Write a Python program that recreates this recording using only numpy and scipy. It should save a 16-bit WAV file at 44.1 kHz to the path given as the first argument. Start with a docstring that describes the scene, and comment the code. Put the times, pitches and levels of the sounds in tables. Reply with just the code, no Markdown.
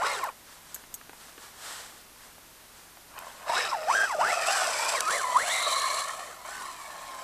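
"""A burst of throttle whines up and dies: an electric radio-controlled buggy in snow, close by. It then only creeps,
before several bursts with spinning wheels as it turns and drives off. The gears whine with motor speed and shake
the plastic chassis, made from wavering tones and random clicks ringing resonances. The tyres churn and spray
snow, made from clumped clicks and a bright band of hiss. Icy ticks and soft knocks stand over a quiet hiss."""
import sys
import numpy as np
from scipy import signal
from scipy.fft import rfft, irfft
from scipy.io import wavfile
from scipy.ndimage import map_coordinates

SR = 44100
rng = np.random.default_rng(int(sys.argv[2]) if len(sys.argv) > 2 else 0)


def master_out(mix):
    """Clip the mix to full scale and print it as 16-bit PCM to the path in sys.argv[1]."""
    frames = np.transpose(np.atleast_2d(mix))
    ceiling = np.clip(frames, -1, 1)
    pcm = np.round(ceiling * 32767).astype(np.int16)
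    wavfile.write(sys.argv[1], SR, pcm)


N = 318843
T = np.arange(N) / SR  # time of every sample, in seconds

# partials of shafts and gears: [times_mesh_rate, level_db, blur_hz (mesh rate at which it blurs)]
PARTIALS = [(.27, 0.5, 3580), (0.799, -2, 2800), (1.3, -19, 2500), (3.001, -3, 2400), (4, -12, 2400)]
SHAFT_RATIO = PARTIALS[0][0]  # shaft turns per gear tooth
# resonances of chassis and body shell: [pitch_hz, width_hz, behind_db, turned_away_db]
BODY_SHELL = [(456, 570, -10.5, -33), (646, 132, 3.5, 0.5), (850, 137, 4, -4), (1064, 110, 3.5, 7.5),
              (1360, 280, 4, -2.5), (1505, 184, 3.5, -7), (1773, 126, -2, -2.5), (2194, 116, -10.5, -3),
              (2464, 230, -7, -28), (3060, 230, -13, -10.5), (3830, 540, -23, -39)]
# how far the buggy has turned away: [time_s, turned (0 to 1)]
TURN_AWAY = [(0, 0.47), (.3, 0.4), (3.4, 0.3), (3.64, 0.01), (4.85, 0.07), (5.2, 0.85), (5.7, 0.98),
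             (6.5, .78), (7.23, 0.73)]
# squeezes of the throttle, speeds given as gear mesh rate; fall_s is the time taken to move from top to end:
# [start_s, rise_s, hold_s, fall_s, top_hz, end_hz,
# whine_db, octave_db, rotor_db, grind_db, rattle_db, spray_db, letting_go_db (change after the hold)]
SQUEEZES = [(0.011, 0.054, 0.05, 0.19, 2137, 319.8, -36, -39.5, -35.5, -40, -30.5, -41.5, -1.5),
            (3.445, .05, 0.0081, 0.011, 1002, 901, -45.5, -51, -66, -44.5, -34, -43.5, 5.5),
            (3.527, 0.064, 0.022, 0.16, 1880, 630.6, -33, -47, -58, -32.5, -30.5, -40.5, -2),
            (3.869, 0.083, 0.089, 0.11, 1608, 595, -26.5, -36, -65, -65, -33, -39, -2),
            (4.184, .15, 0.052, 0.034, 2561, 2420, -30.5, -45, -42, -55, -28, -39, 0),
            (4.439, 0.089, .004, 0.22, 2980, 2269, -36, -48, -34.5, -50, -28, -34.5, 0.5),
            (4.767, .117, .055, 0.079, 2441, 1246, -33, -39, -42, -51, -29.5, -35.5, 0.5),
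            (5.072, 0.072, 0.0057, 0.087, 2099, 1003, -33, -43, -47, -60, -30, -35.5, 0),
            (5.358, .16, 0.0411, 0.022, 3837, 3870, -30, -48, -30, -64, -31, -36.5, -1),
            (5.62, .2, 0.2, .36, 4146, 981.7, -30.5, -55, -40, -58, -29.5, -38.5, -6),
            (6.444, 0.047, 0.084, 0.24, 1510, 1124, -46.5, -51, -58.5, -54.5, -40, -46.5, -0.5),
            (6.874, 0.11, 0.072, 0.095, 1075, 1042, -53, -66, -64, -58, -42, -51, 2)]


def from_db(db):
    """Turn decibels into a gain."""
    return 10 ** (np.asarray(db) / 20)


def rms_one(x):
    """Scale a sound to an average (rms) level of 1."""
    return x / np.sqrt(np.mean(x ** 2) + 1e-20)


def in_time(rows):
    """Draw each column of a table as a curve with a value at every sample."""
    time_s, *columns = np.transpose(rows)
    return [np.interp(T, time_s, column) for column in columns]


def drift(rate_hz):
    """Smooth random wandering with rms 1; a higher rate wanders faster."""
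    r = np.exp(-2 * np.pi * rate_hz / SR)
    noise = rng.standard_normal(N + SR)
    # the extra first second lets the filter settle
    return rms_one(signal.lfilter([1], [1, -2 * r, r * r], noise)[SR:])


def follow(x, lag_s):
    """A control that follows its target with inertia."""
    r = np.exp(-1 / (lag_s * SR))
    return x[0] + signal.lfilter([1 - r], [1, -r], x - x[0])


def burst(start_s, t60_s):
    """Envelope of a sudden contact that falls by 60 dB in t60_s."""
    return (T >= start_s) * from_db(-60 * np.clip((T - start_s) / t60_s, 0, 2))


def swells(rows):
    """Envelope of rounded swells that rise faster than they fade."""
    power = 0
    for peak_s, level_db, fade_s in rows:
        half_width_s = np.where(T < peak_s, 0.68 * fade_s, fade_s)  # where the gain has halved
        distance = ((T - peak_s) / half_width_s) ** 2
        power = power + from_db(2 * level_db) * np.exp(-np.minimum(distance * np.log(4), 20))
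    return np.sqrt(power)


def grains(per_s, spread_db):
    """Random clicks of uneven size and either sign; rms 1."""
    sizes = from_db(spread_db * np.minimum(rng.exponential(1, N), 4))
    sizes = sizes * rng.choice([-1, 1], N)
    return rms_one(sizes * (rng.random(N) < per_s / SR))


def cut(x, hz, kind, order=2):
    """Keep one range of pitches with a Butterworth filter."""
    return signal.sosfilt(signal.butter(order, hz, kind, fs=SR, output="sos"), x + 1e-18)


def coloured(x, spectrum):
    """Give a noise a smooth spectrum, falling away below its first point; rms 1."""
    points_hz, db = np.transpose(spectrum)
    f = np.maximum(np.fft.rfftfreq(N, 1 / SR), 1)
    skirt = np.minimum(f / points_hz[0], 1) ** 2
    gain = skirt * from_db(np.interp(np.log(f), np.log(points_hz), db))
    return rms_one(irfft(rfft(x) * gain, N))


def resonate(x, modes):
    """Ring side-by-side resonances of alternating sign."""
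    out = 0
    for k, (hz, width_hz, db) in enumerate(modes):
        r = np.exp(-np.pi * width_hz / SR)
        gain = (-1) ** k * from_db(db) * (1 - r * r) / 2
        feedback = [1, -2 * r * np.cos(2 * np.pi * hz / SR), r * r]
        out = out + gain * signal.lfilter([1, 0, -1], feedback, x + 1e-18)
    return out


def shiver(x, modes):
    """Loose parts press unevenly, so each resonance swells and fades by itself."""
    return sum((-1) ** k * resonate(x * from_db(2.6 * drift(28)), [mode]) for k, mode in enumerate(modes))


def turning(shape, x, table):
    """Cross-fade from the colour heard from behind to the colour heard once the buggy has turned."""
    turned = np.clip(in_time(TURN_AWAY)[0], 0, 1)
    behind = rms_one(shape(x, [row[:-1] for row in table]))
    away = rms_one(shape(x, [(*row[:-2], row[-1]) for row in table]))
    return (1 - turned) * behind + turned * away


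def tone(turns, blur, flutter_db):
    """A partial of a rattling gear train: its phase jitters and its level flutters; rms 1."""
    wave = np.sin(2 * np.pi * turns + blur * drift(96))
    return rms_one(wave * from_db(flutter_db * drift(76)))


def radiated(hz):
    """The car radiates a tone more or less well as it sweeps through the car's resonances."""
    # radiation of the car: [pitch_hz, gain_db]
    radiation = [(500, -4), (620, 7.5), (830, 7.5), (1060, 6), (1210, -5), (1500, 3), (1800, -1),
                 (2100, 0.5), (2550, -8.5), (2950, -12.5), (3400, -7.5), (3950, -2.5), (4700, -10),
                 (8000, -18)]
    points_hz, db = np.transpose(radiation)
    return from_db(np.interp(np.log(hz), np.log(points_hz), db))


def with_ground(x, lag_s, echo_db):
    """Packed snow returns one weak reflection, whose lag wanders as the buggy moves."""
    lag = lag_s * np.exp(0.2086 * drift(0.79))
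    return x + from_db(echo_db) * map_coordinates(x, [(T - lag) * SR], order=3)


def background(air_db, hum_db):
    """Still winter air, made as coloured noise, with a faint wavering hum of steady tones."""
    # colour of the air: [pitch_hz, relative_db]
    air_colour = [(20, -1), (130, -12), (250, -7), (450, -8.5), (1100, -6), (2500, -11.5), (8000, -13.5),
                  (14000, -14)]
    # faint hum, before the shared hum_db: [pitch_hz, relative_db]
    hum_tones = [(52.5, -72), (99, -72), (165, -72.5), (231, -74), (8619, -82), (8689, -74)]
    hum = 0
    for hz, db in hum_tones:
        hum = hum + from_db(db) * np.sqrt(2) * np.sin(2 * np.pi * hz * T + drift(2.2))
    air = coloured(rng.standard_normal(N), air_colour)
    return from_db(air_db) * air + from_db(hum_db) * hum


def knocks(knock_db, t60_s, dull_hz):
    """Dull short bumps, made as dying bursts of low noise."""
    # soft knocks, before the shared knock_db: [start_s, relative_db]
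    bumps = [(0.762, -42), (0.8384, -40.5), (1.0128, -39.5), (1.095, -37), (1.132, -42.5), (1.379, -35),
             (1.44, -45), (1.48, -48), (2.382, -45.5), (2.971, -42)]
    envelope = sum(from_db(db) * burst(s, t60_s) for s, db in bumps)
    dull_noise = rms_one(cut(rng.standard_normal(N), [300, dull_hz], "band"))
    return from_db(knock_db) * envelope * dull_noise


def ticks(ring_db):
    """Each brittle icy tick is a broad crack and a short crackle that rings high resonances."""
    # icy ticks, the ring before the shared ring_db: [start_s, ring_relative_db, ring_t60_s, crack_db]
    icy_ticks = [(0.2398, -13, 0.0073, -43), (0.744, -19.5, 0.065, -41), (0.941, -18.5, 0.048, -33),
                 (3.189, -18.5, 0.0066, -35), (5.0061, -15.5, 0.0097, -10.5)]
    # resonances of the ice: [pitch_hz, width_hz, level_db]
    ice = [(3500, 3300, -15), (6530, 360, 3.5), (8200, 640, 2), (10300, 1300, -8), (12340, 490, 5.5),
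           (13150, 210, 3)]
    crackle_envelope = sum(from_db(db) * burst(s, t60_s) for s, db, t60_s, _ in icy_ticks)
    crack_envelope = sum(from_db(db) * burst(s, 0.0098) for s, _, _, db in icy_ticks)
    crackle = crackle_envelope * rng.standard_normal(N)
    crack = crack_envelope * rng.standard_normal(N)
    return from_db(ring_db) * resonate(crackle, ice) + cut(crack, [2600, 9500], "band")


def creep(clump_db):
    """Snow gives way under slowly rolling tyres with a fine dry hiss."""
    # slow rolls of the tyres: [peak_s, level_db, fade_s]
    rolls = [(.52, -52, 0.07), (.72, -53, 0.096), (1.24, -51.5, 0.1), (1.44, -49, 0.071), (1.71, -40, 0.15),
             (1.98, -53, 0.046), (2.23, -53.5, 0.078), (2.78, -56, 0.061), (3.3, -51, 0.17)]
    # colour of creeping snow: [pitch_hz, relative_db]
    scuff = [(200, -23), (460, -8), (1100, -2.5), (1700, -2.5), (2500, -11.5), (3100, -7), (6800, -10),
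             (7700, -6), (9700, -13), (14000, -20)]
    hiss = coloured(grains(14000, 0.75), scuff)
    return swells(rolls) * from_db(clump_db * drift(41)) * hiss


def switching():
    """The speed controller sings thinly on one pitch that trembles slightly while its level comes and goes."""
    # switching tone: [time_s, level_db]
    singing = [(3.4, -88), (3.8, -73), (3.95, -41), (4.15, -58), (4.4, -51), (5.2, -57), (5.5, -72),
               (6.2, -85)]
    level_db = in_time(singing)[0] + 2 * drift(10)
    return from_db(level_db) * np.sqrt(2) * np.sin(2 * np.pi * 5922 * T + 0.31 * drift(30))


def motor_speed():
    """Gear mesh rate in Hz: each row ramps it to a top, holds it, then moves it to an end speed, usually lower."""
    knots = []
    previous_hz = 689.7  # mesh rate before the first squeeze
    for start_s, rise_s, hold_s, fall_s, top_hz, end_hz, *_ in SQUEEZES:
        times_s = start_s + np.cumsum([0, rise_s, hold_s, fall_s])
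        knots += zip(times_s, [previous_hz, top_hz, top_hz, end_hz])
        previous_hz = end_hz
    times_s, hz = np.transpose(knots)
    trigger_hz = np.interp(T, np.maximum.accumulate(times_s), hz)
    return follow(trigger_hz, lag_s=.007)


def drive_levels(mesh_hz):
    """Levels in dB of the six drive sounds: most grow with speed and acceleration, and all react to letting go."""
    grip_s = 0.017  # the levels follow the load with this lag
    stall_hz, pickup_hz = 370, 160  # almost silent below the stall, fully heard this much above it
    hard_pull = 15.7  # octaves per second at which the teeth press hard
    squeezes = np.array(SQUEEZES)
    current = np.maximum(np.searchsorted(squeezes[:, 0], T, "right") - 1, 0)  # squeeze at each moment
    start_s, rise_s, hold_s, _, top_hz, _, *levels, letting_go_db = squeezes.T

    released = T > (start_s + rise_s + hold_s)[current]
    slack_db = follow(letting_go_db[current] * released, grip_s)
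    age_s = follow(T - start_s[current], grip_s)
    octaves = np.minimum(np.log2(mesh_hz / follow(top_hz[current], grip_s)), 0)  # below top speed
    acceleration = np.maximum(np.gradient(np.log2(mesh_hz)) * SR, 0)
    pull = np.tanh(acceleration / hard_pull)
    running_db = 20 * np.log10(np.clip((mesh_hz - stall_hz) / pickup_hz, 1e-4, 1))
    levels_db = [follow(db[current], grip_s) + running_db for db in levels]
    whine_db, octave_db, rotor_db, grind_db, rattle_db, spray_db = levels_db

    # the load eases through each squeeze, so levels sag by so many dB per second
    tones_ease_db = 2.7 * slack_db - 9.5 * age_s
    sag_db = 5 * age_s
    # factors of octaves are dB per octave; factors of pull are dB under hard acceleration
    return (whine_db + 2 * octaves + 3 * pull + tones_ease_db,
            octave_db + slack_db,
            rotor_db + 22 * octaves + tones_ease_db,
            grind_db + 10 * octaves + 3.5 * pull + slack_db,
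            rattle_db + 3 * octaves + 5 * pull + slack_db - sag_db,
            spray_db + 4 * octaves + 3.5 * pull + 0.74 * slack_db - sag_db)


def spray(mesh_hz, clump_db, bright_db, bright_width_hz):
    """Tyres fling snow crystals in clumps, more the faster they spin; a bright hiss sinks as the buggy turns."""
    # colour of the snow spray: [pitch_hz, behind_db, turned_away_db]
    spray_colour = [(1500, 3, -3), (2650, -4, -2), (3400, 2.5, -2), (3970, -2, 1.5), (4200, 1, 3),
                    (5270, 6, -8), (5570, 4, 1), (7180, -1.5, 0.5), (7600, 8, 8.5), (7940, 5.5, 1),
                    (9850, -7, -0.5), (10300, -5, 1.5), (11060, -6.5, -10), (14000, -22, -15.5)]
    crystals = grains(3000 + 4 * mesh_hz, 2.1) * from_db(clump_db * drift(80))
    behind_hz, away_hz = 5160, 4036
    centre_hz = behind_hz + (away_hz - behind_hz) * in_time(TURN_AWAY)[0]
    # slow complex noise, shifted up to the moving centre, makes a narrow band of hiss
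    slow_noise = cut(rng.standard_normal(N) + 1j * rng.standard_normal(N), bright_width_hz, "low")
    bright = slow_noise * np.exp(2j * np.pi * np.cumsum(centre_hz) / SR)
    return turning(coloured, crystals, spray_colour) + from_db(bright_db) * rms_one(bright.real)


def jolts(jolt_db, t60_s):
    """Drivetrain jolts and chassis bumps: short blows ring the body shell."""
    # blows, before the shared jolt_db: [start_s, relative_db]
    bumps = [(0.07, -17), (.141, -23), (3.18, -21), (3.4988, -12), (3.552, -13), (3.589, -18), (4.476, -24),
             (5.131, -33), (5.535, -21), (6.195, -22)]
    envelope = sum(from_db(db) * burst(s, t60_s) for s, db in bumps)
    blows = envelope * rng.standard_normal(N)
    modes = [(hz, width_hz, behind_db / 2) for hz, width_hz, behind_db, _ in BODY_SHELL]
    return from_db(jolt_db) * resonate(blows, modes)


def chassis(teeth, mesh_hz, shake_db, partials_db, rattle_db, growl_db):
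    """Shaft partials and loose tooth impacts, bunched once a shaft turn, ring the shell."""
    shaft = SHAFT_RATIO * teeth
    partials = 0
    for ratio, db, blur_hz in PARTIALS:
        blur = 0.39 + (mesh_hz / blur_hz) ** 2
        partials = partials + from_db(db) * tone(ratio * teeth, blur, flutter_db=4.5)
    impacts = grains(2600, 2.3) * (1 + 0.55 * np.cos(2 * np.pi * shaft))
    ringing = from_db(partials_db) * turning(resonate, partials, BODY_SHELL)
    rattle = from_db(rattle_db) * turning(shiver, impacts, BODY_SHELL)
    shaken = cut(ringing + rattle, 204, "high")
    up_to_speed = np.clip((mesh_hz - 900) / 700, 0, 1)  # the growl needs a fast shaft
    growl = up_to_speed * tone(shaft, 1.0, flutter_db=3.5)
    return from_db(shake_db) * (shaken + from_db(growl_db) * growl)


def grind(teeth, grind_db):
    """Strained teeth snap past each other in bursts, once a shaft turn, and ring the gearbox."""
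    # resonances of the gearbox casing: [pitch_hz, width_hz, level_db]
    casing = [(1860, 590, -2), (2550, 490, 1.5), (3840, 120, 5.5), (5170, 250, 3), (7800, 330, -13)]
    bunching = (1 + np.cos(2 * np.pi * SHAFT_RATIO * teeth)) ** 2
    snaps = grains(3000, 2.1) * bunching
    return from_db(grind_db) * rms_one(shiver(snaps, casing))


def whine(teeth, mesh_hz, whine_db, octave_db, rotor_db, runout, sideband):
    """Gear tones throb with the spur gear and shaft; at high speed the teeth bounce and they smear into a rasp."""
    # the gears sing out briefly: [peak_s, level_db, fade_s]
    surges = [(.03, -25.5, 0.0091), (.237, -29, 0.011), (3.503, -25.5, .01), (3.54, -39, .012),
              (3.738, -29, 0.024), (4.235, -28, .025), (4.485, -29.5, 0.016), (5.08, -26, .016),
              (5.363, -20.5, 0.015)]
    rotor_ratio = .542  # rotor tone, as a share of the mesh rate
    blur = .25 + 1.7 * np.minimum(mesh_hz / 3300, 1) ** 3
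    spur_throb = runout * np.sin(2 * np.pi * teeth / 15)
    shaft_throb = sideband * np.sin(2 * np.pi * SHAFT_RATIO * teeth)
    mesh_gain = np.hypot(from_db(whine_db) * radiated(mesh_hz), swells(surges))
    octave_gain = from_db(octave_db) * radiated(2 * mesh_hz)
    rotor_gain = from_db(rotor_db) * radiated(rotor_ratio * mesh_hz)
    mesh = mesh_gain * tone(teeth, blur, flutter_db=2.8)
    octave = octave_gain * tone(2 * teeth, 1.2 * blur, flutter_db=3)
    rotor = rotor_gain * tone(rotor_ratio * teeth, .5 * blur, flutter_db=3)
    return (1 + spur_throb + shaft_throb) * (mesh + octave + rotor)


def scene():
    """Motor speed drives the gears, the chassis and the spray, in open air."""
    # brief swells of chassis rattle: [peak_s, level_db, fade_s]
    rattle_swells = [(.285, -42.5, 0.028), (3.2, -42.5, 0.088), (3.29, -49.5, 0.13), (3.428, -41, 0.028),
                     (4.945, -29, 0.023), (6.1, -38, 0.034), (6.206, -41, 0.033)]
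    mesh_hz = motor_speed()
    whine_db, octave_db, rotor_db, grind_db, rattle_db, spray_db = drive_levels(mesh_hz)
    shake_db = 20 * np.log10(np.hypot(from_db(rattle_db), swells(rattle_swells)))
    # count of teeth passed so far; changing grip makes the speed waver
    teeth = np.cumsum(mesh_hz * (1 + 0.01 * drift(45.56))) / SR

    air = background(air_db=-51.2, hum_db=-2)
    small = creep(clump_db=0.8) + ticks(ring_db=-5) + knocks(knock_db=-0.5, t60_s=0.027, dull_hz=1590)
    snow = from_db(spray_db) * spray(mesh_hz, clump_db=2.0, bright_db=-13.5, bright_width_hz=240)
    body = chassis(teeth, mesh_hz, shake_db, partials_db=-11, rattle_db=-2.5, growl_db=-17)
    body = body + jolts(jolt_db=4.5, t60_s=0.0065)
    gears = whine(teeth, mesh_hz, whine_db, octave_db, rotor_db, runout=0.23, sideband=0.14)
    gears = gears + grind(teeth, grind_db)
    buggy = gears + with_ground(body + snow, lag_s=.0018, echo_db=-7.5) + switching()
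    return (buggy + small + air)[None]


def record(dry):
    """Cut the treble steeply above 14300 Hz."""
    return signal.sosfilt(signal.ellip(12, .2, 80, 14300, fs=SR, output="sos"), dry)


dry = scene()
out = record(dry)
master_out(out)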